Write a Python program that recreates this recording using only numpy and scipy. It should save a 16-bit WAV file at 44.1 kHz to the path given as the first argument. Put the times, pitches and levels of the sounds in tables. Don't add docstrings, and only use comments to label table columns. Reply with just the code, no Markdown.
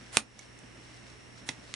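import sys
import numpy as np
from scipy import signal
from scipy.fft import rfft, irfft
from scipy.io import wavfile
from scipy.ndimage import uniform_filter1d

SR = 44100
rng = np.random.default_rng(int(sys.argv[2]) if len(sys.argv) > 2 else 0)


def digitize_waveform(pressure):
    field = np.atleast_2d(pressure).T
    bounded = np.clip(field, -1, 1)
    quanta = np.round(bounded * 32767).astype(np.int16)
    wavfile.write(sys.argv[1], SR, quanta)


N = 77175


def amp(db):
    return 10 ** (np.asarray(db) / 20)


def unit(x):
    return x / np.sqrt(np.mean(x ** 2) + 1e-20)


def read(points, hz):
    f, value = np.transpose(points)
    return np.interp(np.log(hz + 1), np.log(f + 1), value)


def pan(db):
    return amp(np.array([[db / 2], [-db / 2]]))


def add(mix, s, sound):
    part = mix[:, max(round(s * SR), 0):][:, :sound.shape[1]]
    part += sound[:, :part.shape[1]]


def correlate(z, correlation):
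    correlation = np.clip(correlation, -1, 1)
    return np.array([z[0], correlation * z[0] + np.sqrt(1 - correlation ** 2) * z[1]])


def noise(spectrum, correlation):
    hz = np.fft.rfftfreq(N, 1 / SR)
    white = correlate(rfft(rng.standard_normal((2, N))), read(correlation, hz))
    return unit(irfft(white * amp(read(spectrum, hz)), N))


# (frequency [Hz], left-right [dB])
PORT_BALANCE = [(200, 1), (1500, -1.5), (2500, -2.5), (4000, -2.5), (7000, 1.5), (9300, 0)]


def impulse(spectrum, tilt_db_per_octave=0, size=4096):
    hz = abs(np.fft.fftfreq(size, 1 / SR))
    gain_db = read(spectrum, hz) + tilt_db_per_octave * np.log2(hz + 1)
    gain_db = gain_db + np.outer([.5, -.5], read(PORT_BALANCE, hz))
    response = np.exp(np.conj(signal.hilbert(np.log(amp(gain_db)))))
    pulse = np.fft.ifft(response).real[:, :size // 2]
    return pulse * np.sqrt(2) / np.linalg.norm(pulse)


def contact(decay_s, correlation, size=4096, phase_corner_hz=1500):
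    age = np.arange(size) / SR / decay_s
    envelope = (.15 + age) * np.exp(-1.6 * age)
    burst = rng.standard_normal(size) * envelope
    for _ in range(12):
        flat = rfft(burst)
        flat /= abs(flat) + 1e-12
        burst = irfft(flat)
        burst = burst * envelope / np.sqrt(abs(uniform_filter1d(burst ** 2, size=12)) + 1e-12)
    hz = np.fft.rfftfreq(size, 1 / SR)
    wander = unit(uniform_filter1d(uniform_filter1d(rng.standard_normal(len(hz)), size=90), size=90))
    phase = wander * np.arccos(correlation) * (hz + phase_corner_hz / 4) / (hz + phase_corner_hz)
    burst = irfft(flat * np.exp(1j * np.outer([.5, -.5], phase))) * np.exp(-(age / 6) ** 4)
    return burst / np.linalg.norm(burst, axis=1, keepdims=True)


def strike(spectrum, modes, db, contact_s, pan_db, tilt_db_per_octave=0):
    t = np.arange(SR // 3) / SR
    arrivals = np.zeros((2, len(t)))
    blow = contact(contact_s, correlation=.69)
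    reflections = amp(-10.5) * contact(decay_s=.0035, correlation=.57)
    add(arrivals, 0, blow)
    add(arrivals, .0012, reflections)
    crack = signal.fftconvolve(arrivals, impulse(spectrum, tilt_db_per_octave), axes=1)[:, :len(t)]
    resonance = sum(amp(level - 60 * t / t60) * np.sin(2 * np.pi * hz * t) for hz, level, t60 in modes)
    ring = signal.fftconvolve(blow, resonance[None])[:, :len(t)]
    return amp(db) * pan(pan_db) * (crack + ring)


# (frequency [Hz], level [dB])
HUM_PARTIALS = [(60, -65.5), (120, -60)]
# (frequency [Hz], relative density [dB])
AIR_SPECTRUM = [(20, -18), (45, -6.5), (85, -2.5), (150, -4.5), (270, -1), (420, -5.5), (650, -9),
                (1000, -12), (1500, -11.5), (1750, -9.5), (2100, -8), (2400, -13.5), (2800, -11),
                (3300, -17.5), (4000, -18.5), (4700, -22), (5200, -19.5), (5550, -8.5), (5800, -15.5),
                (6100, -22.5), (7500, -24), (8400, -21.5), (9000, -24.5), (10400, -26.5)]
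# (frequency [Hz], correlation [0-1])
AIR_CORRELATION = [(100, 0.3), (300, 0.24), (600, 0.19), (1700, .25), (3000, 0), (4800, 0.6), (5550, 0.28),
                   (6500, 0.5), (10000, 0.3)]


def air():
    t = np.arange(N) / SR
    hum = sum(amp(db) * np.sqrt(2) * np.sin(2 * np.pi * (hz * t + rng.random()))
              for hz, db in HUM_PARTIALS)
    hiss = amp(-52.5) * noise(AIR_SPECTRUM, AIR_CORRELATION)
    return pan(db=-1.8) * (hiss + hum)


# (frequency [Hz], T60 [s])
ROOM_DECAY = [(150, 0.256), (300, .3), (800, 0.24), (2500, 0.13), (9000, 0.13)]


def room(x, level_db=-12, delay_s=.004):
    diffuse = correlate(rng.standard_normal((2, SR // 2)), correlation=.58)
    hz, t, bands = signal.stft(diffuse, SR, nperseg=256)
    tail = signal.istft(bands * amp(-60 * t / read(ROOM_DECAY, hz)[:, None]), SR)[1]
    out = np.zeros((2, N))
    add(out, delay_s, signal.fftconvolve(x, tail / np.linalg.norm(tail[0]), axes=1))
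    return amp(level_db) * out


# (centre time [s], standard deviation [s], level [dB])
RUB_STROKES = [(0.07, 0.12, -59.5), (0.414, 0.032, -52.5), (0.85, .03, -59.5), (0.957, 0.042, -57),
               (1.093, 0.033, -57), (1.386, 0.017, -55), (1.522, 0.02, -52), (1.72, 0.084, -55.5)]
# (frequency [Hz], relative density [dB])
RUB_SPECTRUM = [(100, -8), (1000, 0), (2500, -1.5), (4000, -1), (6000, -4), (10400, -13.5)]


def rubs(grain_db=3):
    t = np.arange(N) / SR
    strokes = sum(amp(db) * np.exp(-((t - s) / width) ** 2 / 2) for s, width, db in RUB_STROKES)
    grain = unit(amp(grain_db * unit(uniform_filter1d(rng.standard_normal(N), size=60))))
    return strokes * grain * noise(RUB_SPECTRUM, AIR_CORRELATION)


# (time [s], energy [dB], decay time [s])
BUMP_EVENTS = [(0.005, -22, 0.023), (0.632, -23, .007), (0.776, -24.5, 0.018), (0.885, -26, 0.024),
               (1.035, -24.5, 0.0156), (1.415, -21.5, .02), (1.490, -14.5, .011), (1.572, -22.5, 0.0126)]
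# (frequency [Hz], relative level [dB])
BUMP_SPECTRUM = [(40, -29), (130, -1), (250, 7.5), (400, -8.5), (800, -14.5), (3000, -16), (10000, -40)]


def bumps():
    out = np.zeros((2, N))
    for s, db, decay_s in BUMP_EVENTS:
        blow = contact(decay_s, correlation=.88)
        add(out, s, amp(db) * signal.fftconvolve(blow, impulse(BUMP_SPECTRUM), axes=1))
    return out


# (time [s], energy [dB], contact time [s], left-right [dB])
TICK_EVENTS = [(0.3915, -18.5, 0.00155, -8)]
# (frequency [Hz], relative level [dB])
TICK_SPECTRUM = [(100, -4), (1000, -8), (2200, -12), (2800, -7), (3800, -3), (4700, -14), (5900, 6),
                 (7300, -0.5), (8300, -7), (10200, -4)]
# (frequency [Hz], relative level [dB], T60 [s])
PART_MODES = [(2230, -23.5, 0.039), (5900, -25, .025), (6551, -28, .045), (7320, -31, .025)]


def ticks():
    out = np.zeros((2, N))
    for s, *blow in TICK_EVENTS:
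        add(out, s, strike(TICK_SPECTRUM, PART_MODES, *blow))
    return out


# (time [s], energy [dB], contact time [s], left-right [dB], tilt [dB/octave])
CLICK_EVENTS = [(0.5898, -24, .001, -8, 14.5), (1.7400, -9, 0.00026, -1.5, -0.5)]
# (frequency [Hz], relative level [dB])
CLICK_SPECTRUM = [(60, -16), (250, -9), (600, -22), (1200, -4.5), (1700, -7), (2050, 3.5), (2600, 0),
                  (4200, 2), (5000, -3.5), (7000, 0), (9000, -9.5), (10400, -17)]
# (frequency [Hz], relative level [dB], T60 [s])
BENCH_MODES = [(286, -54, 0.26), (1487, -48.5, .07), (2064, -40.5, 0.031), (2534, -34, 0.03),
               (3320, -46, 0.02), (5650, -54, 0.071), (6750, -46, 0.032), (9550, -52, .035)]


def clicks():
    out = np.zeros((2, N))
    for s, *blow in CLICK_EVENTS:
        add(out, s, strike(CLICK_SPECTRUM, BENCH_MODES, *blow))
    return out


# (peak time [s], lead [s], trail [s], peak level [dB], rise over lead [dB])
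SWELL_EVENTS = [(0.175, 0.057, 0.041, -34, 11), (1.491, 0.033, 0.036, -43.5, 7.5)]
# (frequency [Hz], relative density [dB])
SWELL_SPECTRUM = [(100, -25), (700, 2), (2500, 0), (4000, -2.5), (6000, -4), (9300, -0.5), (10400, -3.5)]


def swells(fade_s=.014):
    t = np.arange(N) / SR
    envelope = np.zeros(N)
    for s, lead, trail, db, rise_db in SWELL_EVENTS:
        gate = np.clip(np.minimum(t - s + lead, s + trail - t) / fade_s, 0, 1)
        envelope += gate * amp(db - rise_db * np.clip(abs(t - s) / lead, 0, 1))
    return envelope * noise(SWELL_SPECTRUM, correlation=[(100, .58), (10000, .17)]) * pan(db=-2.5)


# (time [s], energy [dB], contact time [s], left-right [dB])
SLAP_EVENTS = [(1.4891, -8, .0014, -3), (1.4911, -6, 0.0008, -4.5)]
# (frequency [Hz], relative level [dB])
SLAP_SPECTRUM = [(40, -26), (110, -3), (200, -5), (400, -15), (600, -2.5), (850, -8), (1300, -17.5),
                 (1700, -9.5), (2030, 4), (2300, -10), (2520, 2.5), (2850, -10.5), (3700, 0.5),
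                 (4700, -11.5), (5700, -3), (6500, -10.5), (7500, -14.5), (8400, -13), (10400, -19)]


def slap():
    out = np.zeros((2, N))
    for s, *blow in SLAP_EVENTS:
        add(out, s, strike(SLAP_SPECTRUM, BENCH_MODES, *blow))
    return out


def twang(start_hz=209.2, rise_hz_per_s=590, level_db=-36, t60_s=.21):
    t = np.arange(SR // 4) / SR
    cycles = np.cumsum(start_hz + rise_hz_per_s * t) / SR
    return amp(level_db - 60 * t / t60_s) * np.sin(2 * np.pi * cycles)


# (frequency [Hz], relative level [dB])
SNAP_SPECTRUM = [(40, -18), (110, -10), (220, -8.5), (350, -3.5), (600, -7.5), (1100, -6), (1800, -8),
                 (2200, -4.5), (2520, 2), (3000, -3), (4000, -2), (5000, -7), (5600, -6.5), (6100, -11),
                 (6620, -2), (7300, -11), (8100, -8.5), (8900, -2), (9600, -2.5), (10400, -12)]


def snap(time_s=.1702, pan_db=-2):
    out = np.zeros((2, N))
    add(out, time_s, strike(SNAP_SPECTRUM, BENCH_MODES, db=9.5, contact_s=.00065, pan_db=pan_db))
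    add(out, time_s, pan(pan_db) * twang())
    return out


def scene():
    impacts = snap() + slap() + ticks() + clicks()
    return impacts + room(impacts) + swells() + rubs() + bumps() + air()


def band_limit(x, cutoff_hz=10700):
    taps = signal.firwin(301, cutoff_hz, window=("kaiser", 8), fs=SR)
    return signal.oaconvolve(x, taps[None], "same")


def record(dry):
    threshold_db, recovery_db_per_s, attack_s, ceiling = -23, 23, .052, .95
    window = SR // 100
    power = signal.lfilter(np.ones(window) / window, 1, (dry ** 2).mean(0))
    recovery_db = np.arange(N) / SR * recovery_db_per_s
    held_db = np.maximum.accumulate(10 * np.log10(power + 1e-12) + recovery_db) - recovery_db
    excess_db = np.maximum(held_db - threshold_db, 0)
    pole = np.exp(-1 / (attack_s * SR))
    reduction_db = signal.lfilter([1 - pole], [1, -pole], excess_db)
    ducked = band_limit(dry / amp(reduction_db))
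    return band_limit(ducked / (1 + (ducked / ceiling) ** 4) ** .25)


dry = scene()
out = record(dry)
digitize_waveform(out)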